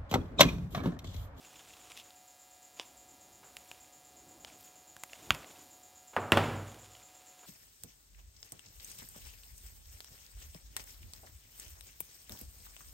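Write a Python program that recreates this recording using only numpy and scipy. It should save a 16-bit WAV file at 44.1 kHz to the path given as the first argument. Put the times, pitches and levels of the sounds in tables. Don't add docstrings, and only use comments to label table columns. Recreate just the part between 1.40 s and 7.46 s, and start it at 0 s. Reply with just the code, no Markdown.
import sys
import numpy as np
from scipy import signal
from scipy.fft import rfft, irfft
from scipy.io import wavfile
from scipy.ndimage import uniform_filter1d

SR = 44100
rng = np.random.default_rng(int(sys.argv[2]) if len(sys.argv) > 2 else 0)


def inscribe(sig):
    pcm = np.round(np.clip(np.atleast_2d(sig).T, -1, 1) * 32767)
    wavfile.write(sys.argv[1], SR, pcm.astype(np.int16))


N = 267229
TIME = np.arange(N) / SR

# frequency in Hz, density in dB.
AIR_SPECTRUM = [(20, -35), (35, -23), (55, -1), (90, 1), (170, -6.5), (300, -8), (550, 5), (800, 6),
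                (1500, -4), (2500, -6.5), (4500, -4.5), (12300, -5), (13600, 0), (16000, -2)]
RUMBLE_SPECTRUM = [(25, -38), (55, 4), (90, 0), (150, -3), (230, -2), (320, 3.5), (420, -4.5), (800, -4),
                   (3000, -37)]
# time in seconds, relative level in dB.
RUMBLE_SWELLS = [(0.0, -72), (0.56, -72), (1.02, -83), (1.26, -78), (1.49, -72.5), (1.86, -72.5),
                 (2.51, -75), (2.71, -73.5), (2.91, -67), (3.14, -69.5), (3.39, -75.5), (3.68, -76),
                 (3.9, -61), (4.04, -66.5), (4.41, -74.5), (4.7, -77)]
# frequency in Hz, gain in dB.
BUZZ_TONE = [(130, -21.5), (500, 12.5), (1000, 9.5), (1700, 9.5), (4500, 10), (8000, 6.5), (12500, 6.5),
             (14500, -32), (16000, -23)]
# offset from its middle in seconds, relative level in dB.
WING_STROKES = [(-.024, -9), (-.004, -11), (.016, -22)]

# frequency in Hz, density in dB.
PAPER_SPECTRUM = [(150, -43), (500, -2), (1100, -2.5), (1800, -6.5), (2500, -4), (3500, -2.5), (4300, -9),
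                  (6000, -7), (9000, -10), (16000, -26)]
RIM_SPECTRUM = [(300, -24), (1100, -12), (1800, -19.5), (2600, 3), (3500, 3), (4400, -9), (5500, -3.5),
                (9000, -17), (16000, -21)]
SKIN_SPECTRUM = [(1000, -15), (4000, -2), (8000, -2), (11000, -2), (13700, 3), (16000, -8)]
# start in seconds, length in seconds, level in dB.
HISS_SPELLS = [(0, 0.65, -62), (1.367, 0.034, -58), (2.164, 0.29, -68.5), (3.062, 0.033, -60),
               (3.226, 0.11, -70.5), (3.686, 0.52, -62), (5.25, 0.35, -63.5), (5.683, 0.61, -70)]
# middle in seconds, length in seconds, relative level in dB.
RIM_SCRATCHES = [(.159, 0.012, -56.5), (.195, 0.0084, -53), (.337, 0.022, -57), (.578, 0.046, -51.5),
                 (.601, 0.043, -53), (5.346, 0.0067, -51.5)]
SKIN_SLIDES = [(.35, .2, -72), (0.585, 0.066, -59), (2.25, 0.68, -65), (3.234, 0.2, -58.5),
               (3.76, 0.63, -64.5), (3.946, 0.087, -59), (4.173, 1, -64.5)]

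# frequency in Hz, bandwidth in Hz, relative level in dB.
CARD_MODES = [(377, 180, -19), (700, 370, -7.5), (1040, 340, -11), (2940, 340, -6.5), (3460, 420, -2),
              (4900, 450, -7), (5470, 500, -11), (7050, 480, -15), (10200, 1200, -22)]
PLASTIC_MODES = [(805, 450, -6.5), (1080, 990, -9), (2220, 1700, -15), (2610, 540, 2), (3500, 1140, -1),
                 (4970, 1100, -2), (7300, 900, -5.5), (9000, 950, -4), (13500, 1800, -17)]
CAP_MODES = [(790, 86, -4), (1190, 240, -10), (1435, 350, -4), (2430, 790, -1), (2780, 410, -3.5),
             (3180, 290, -4), (4370, 430, -22), (6600, 610, -8.5), (11500, 1500, -11), (14000, 2000, -11)]
BARREL_MODES = [(480, 170, -6), (920, 170, -13), (1400, 150, -16), (2740, 214, 1.5), (3170, 220, -6.5),
                (4430, 360, -31), (5260, 1200, -31), (7460, 1600, -10), (9100, 770, -15.5),
                (10400, 450, -18.5), (13100, 1100, -21)]
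# start in seconds, gain in dB.
CARD_FLICKS = [(1.3915, -43), (1.3976, -24), (1.4133, -40)]
# start in seconds, gain in dB, bass in dB, treble in dB, pitch ratio.
PLASTIC_TICKS = [(.519, -38.5, -28, -4, 0.98), (0.5749, -36, -24, -3, 1.08), (.7065, -46.5, -11, -5, 1.46),
                 (2.1685, -32, -4.5, -3, 1.12), (2.3148, -35.5, 2.5, -3, 1.01), (3.048, -35, 5, -5, 1.2),
                 (3.566, -43, 9, 10, 0.66), (3.6363, -30.5, 0, 10, 0.74), (3.7329, -35, 4, -11, 1.07),
                 (3.9213, -41, -2, 9, 0.95), (3.948, -31, -2, -1, 1.03), (4.031, -40, 2, -24, 0.88),
                 (4.045, -39, -5, -21, 0.91), (5.318, -45, -13, -1, 1.3), (5.344, -49, -1, 1, 1.7),
                 (5.552, -47, 3, -5, 1.2)]

# frequency in Hz, 60 dB decay time in seconds, relative level in dB.
TABLE_MODES = [(57, 1.5, -46), (97, .8, -28), (100.5, .85, -24.5), (120, .85, -31), (155, .75, -32),
               (237, .75, -32), (311, .75, -35), (460, .6, -34), (498, .55, -34), (536, .55, -34),
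               (558, .6, -34), (756, .55, -38), (966, .55, -35), (1049, .55, -39), (1305, .5, -40),
               (1366, .5, -41)]
# frequency in Hz, density in dB.
TABLE_SPECTRUM = [(35, -32), (70, -11), (130, -6.5), (200, -5.5), (480, -1), (750, -1), (1350, -3.5),
                  (1900, -8), (2900, -10.5), (4000, -19.5), (6000, -27), (12000, -34.5), (16000, -38)]
# frequency in Hz, 60 dB decay time in seconds.
TABLE_DECAY = [(100, 1), (400, 0.87), (1200, 0.76), (3000, 0.74), (6000, 0.85), (14000, 1)]
# start in seconds, gain in dB.
HAND_BUMPS = [(2.029, -38), (3.245, -48), (3.947, -28.5), (4.7315, -32), (6.028, -39)]
# start in seconds, then gains in dB for the blow, its bass, its treble, barrel ring and boom.
MARKER_KNOCKS = [(4.7649, -7.5, -2.5, -11.5, -32.5, -15), (4.9207, -3.5, 4, -0.5, -8, -1.5),
                 (4.972, -5, 1.5, -1.5, -17.5, -13)]


def undb(db):
    return 10 ** (np.asarray(db) / 20)


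def unit(x):
    return x / np.sqrt(np.mean(x ** 2))


def decay(t60_s, size):
    return np.exp(-np.log(1000) * TIME[:size] / t60_s)


def at_hz(hz, points):
    frequencies, values = np.transpose(points)
    return np.interp(np.log(np.maximum(hz, 1)), np.log(frequencies), values)


def colour(x, points, size=4096):
    cepstrum = irfft(np.log(undb(at_hz(np.fft.rfftfreq(size, 1 / SR), points))))
    cepstrum[1:size // 2] *= 2
    cepstrum[size // 2 + 1:] = 0
    return signal.fftconvolve(x, irfft(np.exp(rfft(cepstrum))))[:len(x)]


def noise(spectrum, size=N):
    return unit(colour(rng.standard_normal(size), spectrum))


def wander(rate_hz):
    hold = int(SR / rate_hz)
    steps = np.repeat(rng.standard_normal(N // hold + 1), hold)
    return unit(uniform_filter1d(uniform_filter1d(steps, hold), hold)[:N])


def add(track, start_s, sound):
    i = max(int(start_s * SR), 0)
    track[i:i + len(sound)] += sound[:max(N - i, 0)]


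def ring(modes, scatter=0., size=4096):
    t, out = TIME[:size], np.zeros(size)
    for hz, width, db in modes:
        hz *= 1 + scatter * rng.standard_normal()
        out += undb(db) * np.exp(-np.pi * width * t) * np.sin(2 * np.pi * hz * t)
    return out


def wash(spectrum, t60s, size=65536):
    hz = np.fft.rfftfreq(size, 1 / SR)
    bins = rfft(noise(spectrum, size))
    band = np.round(2 * np.log2(np.maximum(hz, 64)))
    return sum(irfft(bins * (band == b)) * decay(at_hz(2 ** (b / 2), t60s), size) for b in np.unique(band))


def chatter(sound, rattle_db, settle_s, size=1024):
    push = rng.standard_normal(size) * np.exp(-TIME[:size] / settle_s)
    push *= undb(rattle_db) / np.linalg.norm(push)
    push[0] = 1
    return signal.fftconvolve(sound, push)


def room_air(hiss_db=-65, rumble_gain_db=5.5, flicker_db=-0.1):
    hiss = undb(hiss_db) * noise(AIR_SPECTRUM)
    swell_db = np.interp(TIME, *np.transpose(RUMBLE_SWELLS)) + rumble_gain_db
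    return hiss + noise(RUMBLE_SPECTRUM) * undb(swell_db + flicker_db * wander(30))


def fan_whine(hz=734.5, waver_hz=1.76, level_db=-68):
    phase = 2 * np.pi * np.cumsum(hz + waver_hz * wander(16)) / SR
    return unit(np.sin(phase)) * undb(level_db + wander(8.2))


def electrical_buzz(hz=137.28, duty=.3705, level_db=-65, drift=.00006):
    cycles = np.cumsum(hz * (1 + drift * wander(1.9))) / SR
    spike_on, spike_off = (np.sinc(((cycles - edge) % 1 - .5) * SR / hz) for edge in (0, duty))
    return undb(level_db) * unit(colour(spike_on - spike_off, BUZZ_TONE))


def chirp_times(count=51, first_s=.0662, gap_s=.1173, gap_growth_s=.000064):
    sway_s, period_s, latest_at_s = .007, 2.08, .81
    k = np.arange(count)
    beat = first_s + k * (gap_s + gap_growth_s * k / 2)
    return beat + sway_s * np.cos(2 * np.pi * (beat - latest_at_s) / period_s)


def wing_stroke(detune, start_hz=7700, end_hz=6450, length_s=.018, rasp_hz=200, overtone_db=-19):
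    size = int(length_s * SR)
    rasp = np.interp(np.linspace(0, 1, size), np.linspace(0, 1, 50), rng.standard_normal(50))
    hz = np.linspace(start_hz, end_hz, size) * (1 + detune) + rasp_hz * rasp
    phase = 2 * np.pi * np.cumsum(hz) / SR
    return signal.windows.tukey(size, .5) * (np.sin(phase) + undb(overtone_db) * np.sin(2 * phase))


def cricket(level_db=-64, rise_db_per_s=.43, direct_db=-4, walls_t60_s=.42):
    chirps = np.zeros(N)
    for middle in chirp_times():
        for offset, db in WING_STROKES:
            detune, late, loud = rng.standard_normal(3)
            add(chirps, middle + offset + .0013 * late, undb(db + loud) * wing_stroke(.0072 * detune))
    walls = rng.standard_normal(SR // 2) * decay(walls_t60_s, SR // 2)
    reflected = signal.fftconvolve(chirps, walls / np.linalg.norm(walls))[:N]
    return unit(undb(direct_db) * chirps + reflected) * undb(level_db + rise_db_per_s * TIME)


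def swells(rows):
    pressure = np.zeros(N)
    for middle, length, db in rows:
        add(pressure, middle - length / 2, undb(db) * np.hanning(int(length * SR)))
    return pressure


def hiss_envelope(attack_s=.0083, release_s=.073):
    envelope = np.zeros(N)
    for start, length, db in HISS_SPELLS:
        attack = np.clip((TIME - start) / attack_s, 0, 1)
        release = np.exp(-np.maximum(TIME - start - length, 0) / release_s)
        envelope += undb(db) * attack * release
    return envelope


def handling_hiss(slip_chance=.12):
    slips = rng.standard_normal(N) * (rng.random(N) < slip_chance)
    slips *= undb(2.5 * np.minimum(rng.exponential(size=N), 3))
    papery = unit(colour(slips, PAPER_SPECTRUM)) * hiss_envelope() * undb(2 * wander(70))
    rim = unit(colour(slips[::-1], RIM_SPECTRUM)) * swells(RIM_SCRATCHES)
    skin = noise(SKIN_SPECTRUM) * undb(3 * wander(320) - 2) * swells(SKIN_SLIDES)
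    return papery + rim + skin


def card_flicks(flutter_t60_s=.12):
    tone = [(100, -26), (350, -4), (900, 1), (1500, 1), (2600, 1.5), (7500, 0), (12000, -12)]
    card = colour(ring(CARD_MODES), tone)
    snap = chatter(card, rattle_db=-10, settle_s=flutter_t60_s / np.log(1000), size=8192)
    out = np.zeros(N)
    for start, db in CARD_FLICKS:
        add(out, start, undb(db) * snap)
    return out


def tick(bass_db, treble_db, pitch=1):
    modes = [(hz * pitch, width, db) for hz, width, db in PLASTIC_MODES]
    contact = chatter(ring(modes, scatter=.04), rattle_db=-3, settle_s=.0016)
    bass = [(120, bass_db - 11), (350, bass_db - 21), (650, bass_db - 4.5)]
    return colour(contact, bass + [(2200, -.5), (4400, -2), (10000, treble_db)])


def plastic_ticks(faint_per_s=20, over_hiss_db=9, spread_db=4):
    out, envelope = np.zeros(N), hiss_envelope()
    for start, db, bass_db, treble_db, pitch in PLASTIC_TICKS:
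        add(out, start, undb(db) * tick(bass_db, treble_db, pitch))
    for slot, (late, force) in enumerate(rng.random((int(faint_per_s * N / SR), 2))):
        start = (slot + late) / faint_per_s
        gain = np.interp(start, TIME, envelope) * undb(over_hiss_db + spread_db * (2 * force - .5))
        add(out, start, gain * tick(bass_db=-14, treble_db=-17))
    return out


def table_boom(rise_s=.051, size=65536):
    t = TIME[:size]
    modes = sum(undb(db) * decay(t60, size) * np.sin(2 * np.pi * hz * t) for hz, t60, db in TABLE_MODES)
    return modes * (1 - np.exp(-t / rise_s))


def table_blow(ring_db=-26, contact_db=11, contact_s=.0082, size=65536):
    contact = undb(contact_db) * np.exp(-TIME[:size] / contact_s)
    return undb(ring_db) * wash(TABLE_SPECTRUM, TABLE_DECAY, size) * (1 + contact)


def hand_bumps(rise_s=.0069):
    bump = colour(table_blow(), [(60, -10), (200, 2), (1300, 3.5), (3000, 2)])
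    bump *= 1 - np.exp(-TIME[:len(bump)] / rise_s)
    out = np.zeros(N)
    for start, db in HAND_BUMPS:
        add(out, start, undb(db) * bump)
    return out


def cap_snap(start_s=3.9062, click_db=-9, boom_db=-16, blow_db=-25, damp_s=.039):
    click_tone = [(100, -5), (450, -13), (900, -13), (1150, 2), (7200, -1.5), (8400, -13),
                  (10200, -5), (11000, -1.5), (16000, -8)]
    jolt_tone = [(55, 4), (100, -6.5), (140, 10), (240, 2), (450, -8), (800, -.5), (1400, 7), (3000, 12)]
    click = chatter(colour(ring(CAP_MODES), click_tone), rattle_db=-14, settle_s=.003)
    jolt = undb(boom_db) * table_boom(rise_s=.0025) + undb(blow_db) * table_blow()
    jolt *= np.exp(-TIME[:len(jolt)] / damp_s)
    out = np.zeros(N)
    add(out, start_s, undb(click_db) * click)
    add(out, start_s, colour(jolt, jolt_tone))
    return out


def marker_knocks():
    out = np.zeros(N)
    for start, blow_db, bass_db, treble_db, barrel_db, boom_db in MARKER_KNOCKS:
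        tone = [(250, bass_db), (600, .0072), (1400, 0), (3000, treble_db)]
        add(out, start, undb(blow_db) * colour(table_blow(), tone))
        add(out, start, undb(barrel_db) * ring(BARREL_MODES))
        add(out, start, undb(boom_db) * table_boom())
    return out


def scene(room_db=-23, side_db=-87, handling_pan_db=-.75, background_pan_db=-.3):
    clicks = plastic_ticks() + card_flicks() + cap_snap()
    room = wash(spectrum=[(100, -16), (1000, 4), (4000, -1.5), (12000, -2.5)],
                t60s=[(200, .46), (2000, .33), (10000, .31)])
    reflected = undb(room_db) * signal.fftconvolve(clicks, room / np.linalg.norm(room))[:N]
    handling = clicks + reflected + marker_knocks() + hand_bumps() + handling_hiss()
    background = cricket() + electrical_buzz() + room_air() + fan_whine()
    sign = np.array([[1], [-1]])
    width = sign * undb(side_db) * noise(AIR_SPECTRUM)
    return (handling * undb(sign * handling_pan_db / 2)
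            + background * undb(sign * background_pan_db / 2) + width)


def record(dry, low_cut_hz=48, top_hz=15800):
    dry = signal.sosfilt(signal.butter(6, low_cut_hz, "high", fs=SR, output="sos"), dry)
    return signal.sosfilt(signal.ellip(10, .2, 70, top_hz, fs=SR, output="sos"), dry)


dry = scene()
out = record(dry)
inscribe(out)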